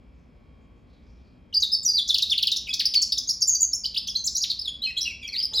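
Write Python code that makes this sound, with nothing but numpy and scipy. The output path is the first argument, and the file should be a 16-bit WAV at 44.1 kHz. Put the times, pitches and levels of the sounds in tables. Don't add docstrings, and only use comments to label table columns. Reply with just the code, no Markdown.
import sys
import numpy as np
from scipy import signal
from scipy.fft import rfft, irfft, next_fast_len
from scipy.io import wavfile
from scipy.ndimage import uniform_filter1d

SR = 44100
rng = np.random.default_rng(int(sys.argv[2]) if len(sys.argv) > 2 else 0)


def persist_wave(psi):
    counts = np.round(np.clip(psi, -1, 1) * 32767).astype(np.int16)
    wavfile.write(sys.argv[1], SR, np.atleast_2d(counts).T)


def level_to_linear(level):
    exponent = np.asarray(level, float) / 20
    return 10 ** exponent


N = 246959


def evened(x):
    return x / np.sqrt(np.mean(x ** 2) + 1e-20)


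def read(points, hz):
    f, value = np.transpose(points)
    return np.interp(np.log(hz + 1), np.log(f + 1), value)


def add(mix, s, sound):
    part = mix[round(s * SR):][:len(sound)]
    part += sound[:len(part)]


def drift(size, hz):
    lead_in = 4000
    b, a = signal.butter(N=2, Wn=hz, fs=SR)
    return evened(signal.lfilter(b, a, rng.standard_normal(size + lead_in))[lead_in:])


def resonate(x, hz, width):
    turn = np.exp(2j * np.pi * np.cumsum(hz * np.ones(len(x))) / SR)
    r = np.exp(-np.pi * width / SR)
    return 2 * (turn * signal.lfilter([1 - r], [1, -r], x / turn)).real


def air():
    # (frequency [Hz], level per Hz [dB])
    air_tone = [(22, -27), (36, -5), (56, 3.5), (98, -9), (150, -8.5), (190, -10.5), (235, -7),
                (330, -18.5), (600, -23.5), (1700, -34), (5200, -50), (5900, -52.5), (9000, -56.5),
                (16000, -65.5)]
    # (frequency [Hz], likeness [-1 to 1])
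    likeness = [(60, 0.97), (130, 0.91), (290, 0.6), (640, 0.28), (1400, 0.07), (2000, 0.24), (3000, 1),
                (7000, 1), (15000, .9)]
    # (frequency [Hz], left over right [dB])
    left_lean = [(60, .6), (125, 3.5), (250, 1.2), (500, 1.8), (2000, 0)]
    frames, hz = N // 512 + 5, np.fft.rfftfreq(2048, 1 / SR)
    a, b, c, d = rng.standard_normal((frames, 1025, 4)).T
    same = np.clip(read(likeness, hz), -1, 1)[:, None]
    left = a + 1j * b
    right = same * left + np.sqrt(1 - same ** 2) * (c + 1j * d)
    lean_db = np.multiply.outer([.5, -.5], read(left_lean, hz))[:, :, None]
    z = np.array([left, right]) * level_to_linear(read(air_tone, hz)[:, None] + lean_db)
    noise = signal.istft(z, nperseg=2048, noverlap=1536)[1][:, :N]
    return level_to_linear(-51.5) * evened(noise)


def fridge(motor_hz=58.69, waver_db=5.0, wander=0.00017):
    # (frequency [Hz], level [dB])
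    casing = [(59, -58), (120, -72), (590, -80), (950, -100.5), (1115, -80), (1300, -109), (2150, -90.5),
              (2340, -81.5), (2550, -89.5), (3120, -102.5), (3230, -82.5), (3400, -101), (5150, -99),
              (5280, -93.5)]
    turns = np.cumsum(motor_hz * (1 + wander * drift(N, 1.46))) / SR
    t = np.arange(0, N, 64) / SR
    out = np.zeros(N)
    for k, (phase, rate, shift) in enumerate(rng.random((95, 3)), start=1):
        swell_db = waver_db * np.sin(2 * np.pi * ((0.419 + 2 * rate) * t + shift))
        level_db = read(casing, k * motor_hz) - 8 * max(k - 90, 0) + swell_db
        level = np.repeat(np.sqrt(2) * level_to_linear(level_db), 64)[:N]
        out += level * np.sin(2 * np.pi * (k * turns + phase))
    return out


def far_bird(width_hz=1300):
    # (time [s], length [s], level [dB], first pitch [Hz], last pitch [Hz])
    far_calls = [
        (.14, .15, -83, 6600, 5900),
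        (.6, .08, -84, 6760, 6700),
        (.76, .07, -83, 6710, 6600),
        (.87, .24, -71, 4250, 3470),
        (1.027, 0.21, -72, 4850, 5400),
        (1.153, 0.13, -75, 3590, 3510),
        (1.214, 0.18, -72.5, 4670, 4300),
    ]
    out = np.zeros(N)
    for s, length, db, first_hz, last_hz in far_calls:
        u = np.arange(0, length, 1 / SR) / length
        hz = first_hz + (last_hz - first_hz) * u
        noise = np.resize(rng.standard_normal(SR // 2), len(u))
        fuzz = resonate(resonate(noise, hz, width_hz), hz, width_hz)
        swell_db = np.interp(u, [0, .33, 1], [-9, 0, -9])
        add(out, s, level_to_linear(db + swell_db) * evened(fuzz))
    return out * level_to_linear(1.4 * drift(N, 40))


def notes():
    # (time [s], length [ms], first pitch [Hz], goal pitch [Hz], level [dB])
    snaps = [(1.559, 25, 4566, 4796, -22.5), (1.62, 31, 6240, 3562, -19.5), (1.847, 35, 7560, 5640, -22),
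             (1.987, 18, 3563, 3456, -21), (2.087, 42, 7200, 3177, -21.5), (2.222, 16.6, 7100, 3480, -19),
             (2.5164, 16, 7030, 3462, -20.5), (3.1211, 3.2, 5310, 4410, -19.5),
             (3.1222, 4.4, 4690, 3620, -26), (3.4216, 12, 6030, 5390, -19.5),
             (4.0816, 11.4, 2640, 3432, -28.5), (4.4988, 15, 4350, 3680, -29.5),
             (4.9658, 29, 3110, 3357, -27), (5.4254, 23.5, 5740, 5017, -28),
             (5.5327, 26, 2670, 4260, -31.5), (5.557, 21, 4260, 5050, -26.5)]
    chirps = [(1.544, 17.4, 5494, 4330, -24.5), (3.017, 15.5, 8400, 5200, -22.5),
              (2.9512, 19, 5080, 4398, -19), (3.126, 15, 3730, 2500, -47), (1.9681, 40.7, 4870, 3304, -21),
              (2.5621, 6.8, 5510, 3440, -25.5), (2.567, 11.6, 7100, 4960, -28),
              (2.6689, 15, 3295, 2120, -30), (2.7944, 21.6, 6420, 1570, -21.5),
              (2.857, 18.1, 5930, 4710, -21.5), (2.937, 14, 5360, 1990, -24.5),
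              (2.942, 7.9, 7770, 4580, -28), (3.023, 10.6, 5600, 4600, -22),
              (3.1733, 11, 4360, 3330, -30.5), (3.18, 12, 7310, 4750, -24), (3.52, 32.3, 6900, 6270, -22),
              (4.6466, 20.8, 4480, 3540, -34), (4.8918, 21.6, 2470, 1870, -33.5),
              (5.327, 42, 5200, 3510, -35.5), (5.5691, 43, 4150, 3498, -23)]
    pips = [(3.721, 11, 3580, 5850, -45), (4.07, 12.2, 2660, 6720, -31.5), (4.24, 31, 5700, 7800, -26.5),
            (2.077, 9.7, 4820, 7630, -33), (1.538, 9.2, 3740, 5260, -32), (3.7428, 20.4, 5170, 7300, -28),
            (3.853, 12, 3390, 5040, -27), (3.9716, 15, 3650, 5320, -25.5), (4.3499, 10, 5470, 5830, -26),
            (4.4065, 23, 4310, 5220, -30), (5.532, 21, 5700, 7800, -40)]
    falls = [(1.876, 45.3, 5040, 4645, -24), (2.736, 17, 7860, 4320, -32), (2.738, 7, 6110, 4150, -25),
             (2.805, 20.4, 5390, 3400, -28.5), (3.1215, 15, 5710, 4380, -25.5),
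             (3.2956, 8.2, 5830, 5420, -18), (3.3066, 8.7, 5335, 4750, -21),
             (1.6065, 15.7, 6950, 5900, -36), (3.406, 32, 6990, 5540, -27),
             (3.473, 39.6, 7290, 6200, -16.5), (3.61, 46, 7250, 6244, -17.5),
             (4.261, 25, 7960, 3620, -24.5), (4.431, 20.7, 5810, 1730, -25), (4.612, 12.7, 5530, 4320, -32),
             (4.978, 10, 7800, 7130, -38), (5.035, 30, 5800, 3900, -38), (5.278, 14.4, 2610, 2130, -28.5),
             (5.399, 23, 3320, 2920, -40), (5.052, 35.6, 2858, 2693, -23), (5.094, 29, 2645, 2230, -29),
             (5.321, 37, 2610, 1830, -29.5), (4.088, 27, 5850, 4610, -34.5),
             (5.362, 6.9, 3340, 2520, -34.5), (5.5528, 8.8, 5120, 4050, -27.5)]
    rises = [
        (2.968, 17.7, 4320, 4556, -17.5),
        (5.007, 22.2, 4840, 5780, -30),
        (1.601, 8, 5460, 7000, -30.5),
        (2.295, 16, 3280, 6070, -26.5),
        (3.943, 12.5, 2560, 5260, -34),
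        (3.9598, 19.5, 2537, 4160, -25),
        (4.364, 12, 3957, 7340, -23.5),
    ]
    tips = [(1.7178, 29.7, 4993, 5430, -23.5), (2.311, 31, 3660, 1935, -18.5),
            (2.6926, 7.7, 5090, 4540, -35.5), (2.854, 4, 4540, 5750, -18), (3.0299, 5.2, 5650, 5260, -21),
            (3.2898, 6.4, 5010, 3840, -28), (3.5502, 4.9, 5840, 6180, -19), (3.274, 22, 6340, 7240, -28),
            (3.836, 16, 4630, 6280, -34), (3.8464, 6.5, 3062, 3150, -25), (4.1525, 18.3, 4024, 4820, -23.5),
            (4.513, 5.2, 4286, 3120, -22.5), (4.83, 40, 3160, 2500, -34.5), (5.227, 37, 3386, 3050, -35),
            (5.277, 5.3, 5790, 4660, -36)]
    arches = [(1.527, 10.5, 3400, 2890, -38), (1.7443, 13.8, 5140, 4484, -23),
              (1.8298, 12.5, 8080, 7110, -35.5), (1.939, 33.3, 4460, 4790, -23),
              (3.551, 16, 4750, 4682, -25.5), (4.358, 17, 5600, 3950, -34.5), (4.379, 9.2, 5910, 6720, -22),
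              (4.4172, 19, 5320, 5850, -30), (4.5006, 11.7, 5070, 4275, -23),
              (4.5905, 12.3, 4460, 5160, -32.5), (4.8624, 40, 2630, 2517, -26),
              (4.9696, 32.3, 3590, 4116, -28.5), (5.214, 64, 2683, 2304, -32.5),
              (5.366, 56, 4210, 4880, -32)]
    hooks = [
        (2.6836, 18.3, 2280, 2522, -24),
        (2.7284, 18, 5300, 3510, -29.5),
        (3.4161, 16, 4570, 4713, -25.5),
        (3.731, 11, 5950, 5355, -21),
        (4.8166, 51.5, 3700, 4177, -30),
        (5.0293, 3.4, 5440, 5720, -25),
    ]
    # (time [s], length [ms], pitch [Hz], level [dB])
    level_notes = [(5.006, 18, 5900, -38), (5.288, 14, 4370, -35.5), (2.7032, 18, 3406, -28),
                   (3.4345, 6.9, 4910, -24.5), (3.606, 7, 6960, -19.5), (4.164, 37, 6320, -35.5),
                   (4.6742, 26, 3398, -25), (4.9043, 18, 2720, -34.5), (5.075, 9.7, 2665, -19),
                   (5.449, 9.6, 4970, -28.5), (5.359, 8.7, 4270, -29.5), (5.577, 72, 7800, -34)]
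    # (time [s], top pitch [Hz], drop level [dB], slide level [dB])
    rattle = [
        (2.1432, 5540, -18, -27),
        (2.1818, 6910, -24, -29.5),
        (2.3787, 4970, -20.5, -24),
        (2.4266, 5990, -21.5, -24),
        (2.4702, 5620, -20, -23.5),
    ]
    sagging = [(s, ms, hz, hz * .98, db) for s, ms, hz, db in level_notes]
    drops = [(s, 9, top_hz, 3400, drop_db) for s, top_hz, drop_db, _ in rattle]
    slides = [(s + .0023, 19, 3790, 2500, slide_db) for s, _, _, slide_db in rattle]
    kinds = [((.92, .95), snaps),
             ((.72, 1), chirps + pips + drops),
             ((.52, 1), falls + rises + slides),
             ((.191, 1), tips + sagging),
             ((1, .015), arches),
             ((1, .93), hooks)]
    song = []
    for (half, last), rows in kinds:
        for s, ms, first, goal, db in rows:
            way = goal - first
            song.append((s, ms, first, first + half * way, first + last * way, db))
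    return song


def glide(start, middle, end, u):
    first, second = middle - start, end - middle
    if first * second > 0 and abs(second - first) > 1:
        bend = (second / first) ** 2
        return start + (end - start) * (bend ** u - 1) / (bend - 1)
    return start + 4 * first * u * (1 - u) + (end - start) * u * (2 * u - 1)


def throb(depth=.7):
    # (time of first puff [s], puffs [count], rate [puffs per s])
    puffing = [
        (3.4855, 6, 79),
        (3.621, 4, 98),
        (5.367, 6, 115),
        (5.432, 4, 128),
    ]
    gain = np.zeros(N)
    for s, puffs, rate in puffing:
        turns = np.arange(-.25, puffs - .75, rate / SR)
        add(gain, s + turns[0] / rate, depth * np.cos(2 * np.pi * turns))
    return 1 + gain


def finch(flutter_db=2.0, flutter_hz=200, waver=0.0065, edge_ms=1.6, skew=0.95, haste=0.27,
          breath_db=-36, rasp=7.9, coupling_db=-14):
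    # (multiple of the pitch, level [dB])
    overtones = [(2, -24.5), (3, -31), (4, -45)]
    # (frequency [Hz], level [dB])
    beak = [(1500, -13), (2000, -17.5), (2600, -9), (3300, -1.5), (5000, 2), (6500, -2.5), (7500, -4.5),
            (8500, -13.5), (10500, 4), (13000, -0.5), (15500, 1)]
    song = notes()
    out, flow = np.zeros(N), np.zeros(N)
    shake = 1 + waver * drift(N, 254)
    for (s, ms, start, middle, end, db), phase in zip(song, rng.random((len(song), 1))):
        t_ms = np.arange(-edge_ms, ms + edge_ms, 1000 / SR)
        at = round((s - edge_ms / 1000) * SR)
        hz = glide(start, middle, end, np.clip(t_ms / ms, 0, 1))
        hz = hz * np.resize(shake[at:], len(t_ms))
        turns = np.cumsum(hz) / SR + phase
        tone = np.zeros(len(t_ms))
        for k, k_db in [(1, 0.027)] + overtones:
            level = level_to_linear(k_db + read(beak, k * hz)) * (k * hz < SR / 2)
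            tone += level * np.sin(2 * np.pi * k * turns)
        peak_at = skew * level_to_linear(haste * 6 * (min(end, start) - start) / start)
        swell = level_to_linear(db) * abs(np.sin(np.pi * np.linspace(0, 1, len(t_ms)) ** peak_at)) ** .85
        swell *= signal.windows.tukey(len(t_ms), min(4 * edge_ms / (ms + 2 * edge_ms), 1))
        add(out, at / SR, 2 * swell * tone)
        add(flow, at / SR, swell * (1 + rasp * abs(end - start) / ms / 200))
    sums = level_to_linear(coupling_db) * out ** 2
    breath = level_to_linear(breath_db) * flow * rng.standard_normal(N)
    top = signal.butter(N=4, Wn=8500, btype="high", fs=SR, output="sos")
    voice = out + signal.sosfilt(top, sums + breath)
    return voice * level_to_linear(flutter_db * drift(N, flutter_hz)) * throb()


def room(x, tail_db=-6, gap_ms=2.77):
    # (delay [ms], level [dB])
    walls = [(3.1, -10), (8.5, -10.5), (12.5, -20.5), (19, -22.5)]
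    # (frequency [Hz], time [s])
    dying = [(1500, 0.46), (3000, 0.42), (5500, 0.39), (8000, 0.32), (14000, 0.22)]
    shape = (3, SR // 2)
    taps = rng.choice([-1., 1.], shape) * (rng.random(shape) < .1)
    hz, t, z = signal.stft(taps, SR, nperseg=128)
    tails = signal.istft(z * level_to_linear(-60 * t / read(dying, hz)[:, None]), SR, nperseg=128)[1]
    tails = tails * np.clip(np.arange(tails.shape[1]) * 1000 / SR / gap_ms - .5, 0, 1)
    turns = 2.3 * np.arange(N) / SR + np.arange(3)[:, None] / 3
    share = np.cos(2 * np.pi * turns) * np.sqrt(2 / 3)
    echoes = signal.fftconvolve(x * share, tails / np.linalg.norm(tails[0]), axes=1)[:, :N]
    out = x + level_to_linear(tail_db) * echoes.sum(0)
    for ms, db in walls:
        add(out, ms / 1000, level_to_linear(db) * x)
    return out


def perch():
    # (frequency [Hz], width [Hz], level [dB])
    ringing = [(448, 24, 3), (576, 23, -2.5), (863, 17, 1), (1270, 400, -4)]
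    # (time [s], level [dB])
    knocks = [
        (5.514, -53),
        (5.526, -50.5),
        (5.539, -48),
        (5.565, -51),
    ]
    pushes = np.zeros(N)
    for (s, db), scuff in zip(knocks, rng.standard_normal((len(knocks), 500))):
        add(pushes, s, level_to_linear(db) * scuff * np.exp(-np.arange(500) / 150) / 8)
    out = np.zeros(N)
    for hz, width, db in ringing:
        out += level_to_linear(db) * resonate(pushes, hz, width) * SR / (2 * np.pi * width)
    return out


def scene():
    return room(finch()) + far_bird() + fridge() + perch() * level_to_linear([[2], [-2]]) + air()


def roll_off(x):
    return signal.sosfilt(signal.butter(12, 16730, fs=SR, output="sos"), x)


def record(dry):
    # (frequency [Hz], lead [radians])
    port_lead = [(1000, 0), (2000, .3), (5000, .17), (7490, -.1), (8530, -2.5), (9400, -3.8), (10900, -6.1),
                 (11600, -6.6), (12700, -9.0), (13700, -9.8), (14700, -12.2), (16300, -12.8)]
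    # (frequency [Hz], level [dB])
    mic = [(20, -23), (30, -10.5), (42, -1), (15900, -0.5), (16250, -33), (17000, -76)]
    size = next_fast_len(N + 2048)
    hz = np.fft.rfftfreq(size, 1 / SR)
    lead = np.interp(hz, *np.transpose(port_lead))
    response = level_to_linear(read(mic, hz)) * np.exp(.5j * np.outer([1, -1], lead))
    ports = irfft(rfft(dry, size) * response, size)[:, :N]
    power = abs(uniform_filter1d((ports ** 2).mean(0), 9000))
    over_db = np.maximum(10 * np.log10(power + 1e-12) + 30.5, 0)
    return roll_off(ports * level_to_linear(-.12 * over_db))


dry = scene()
out = record(dry)
persist_wave(out)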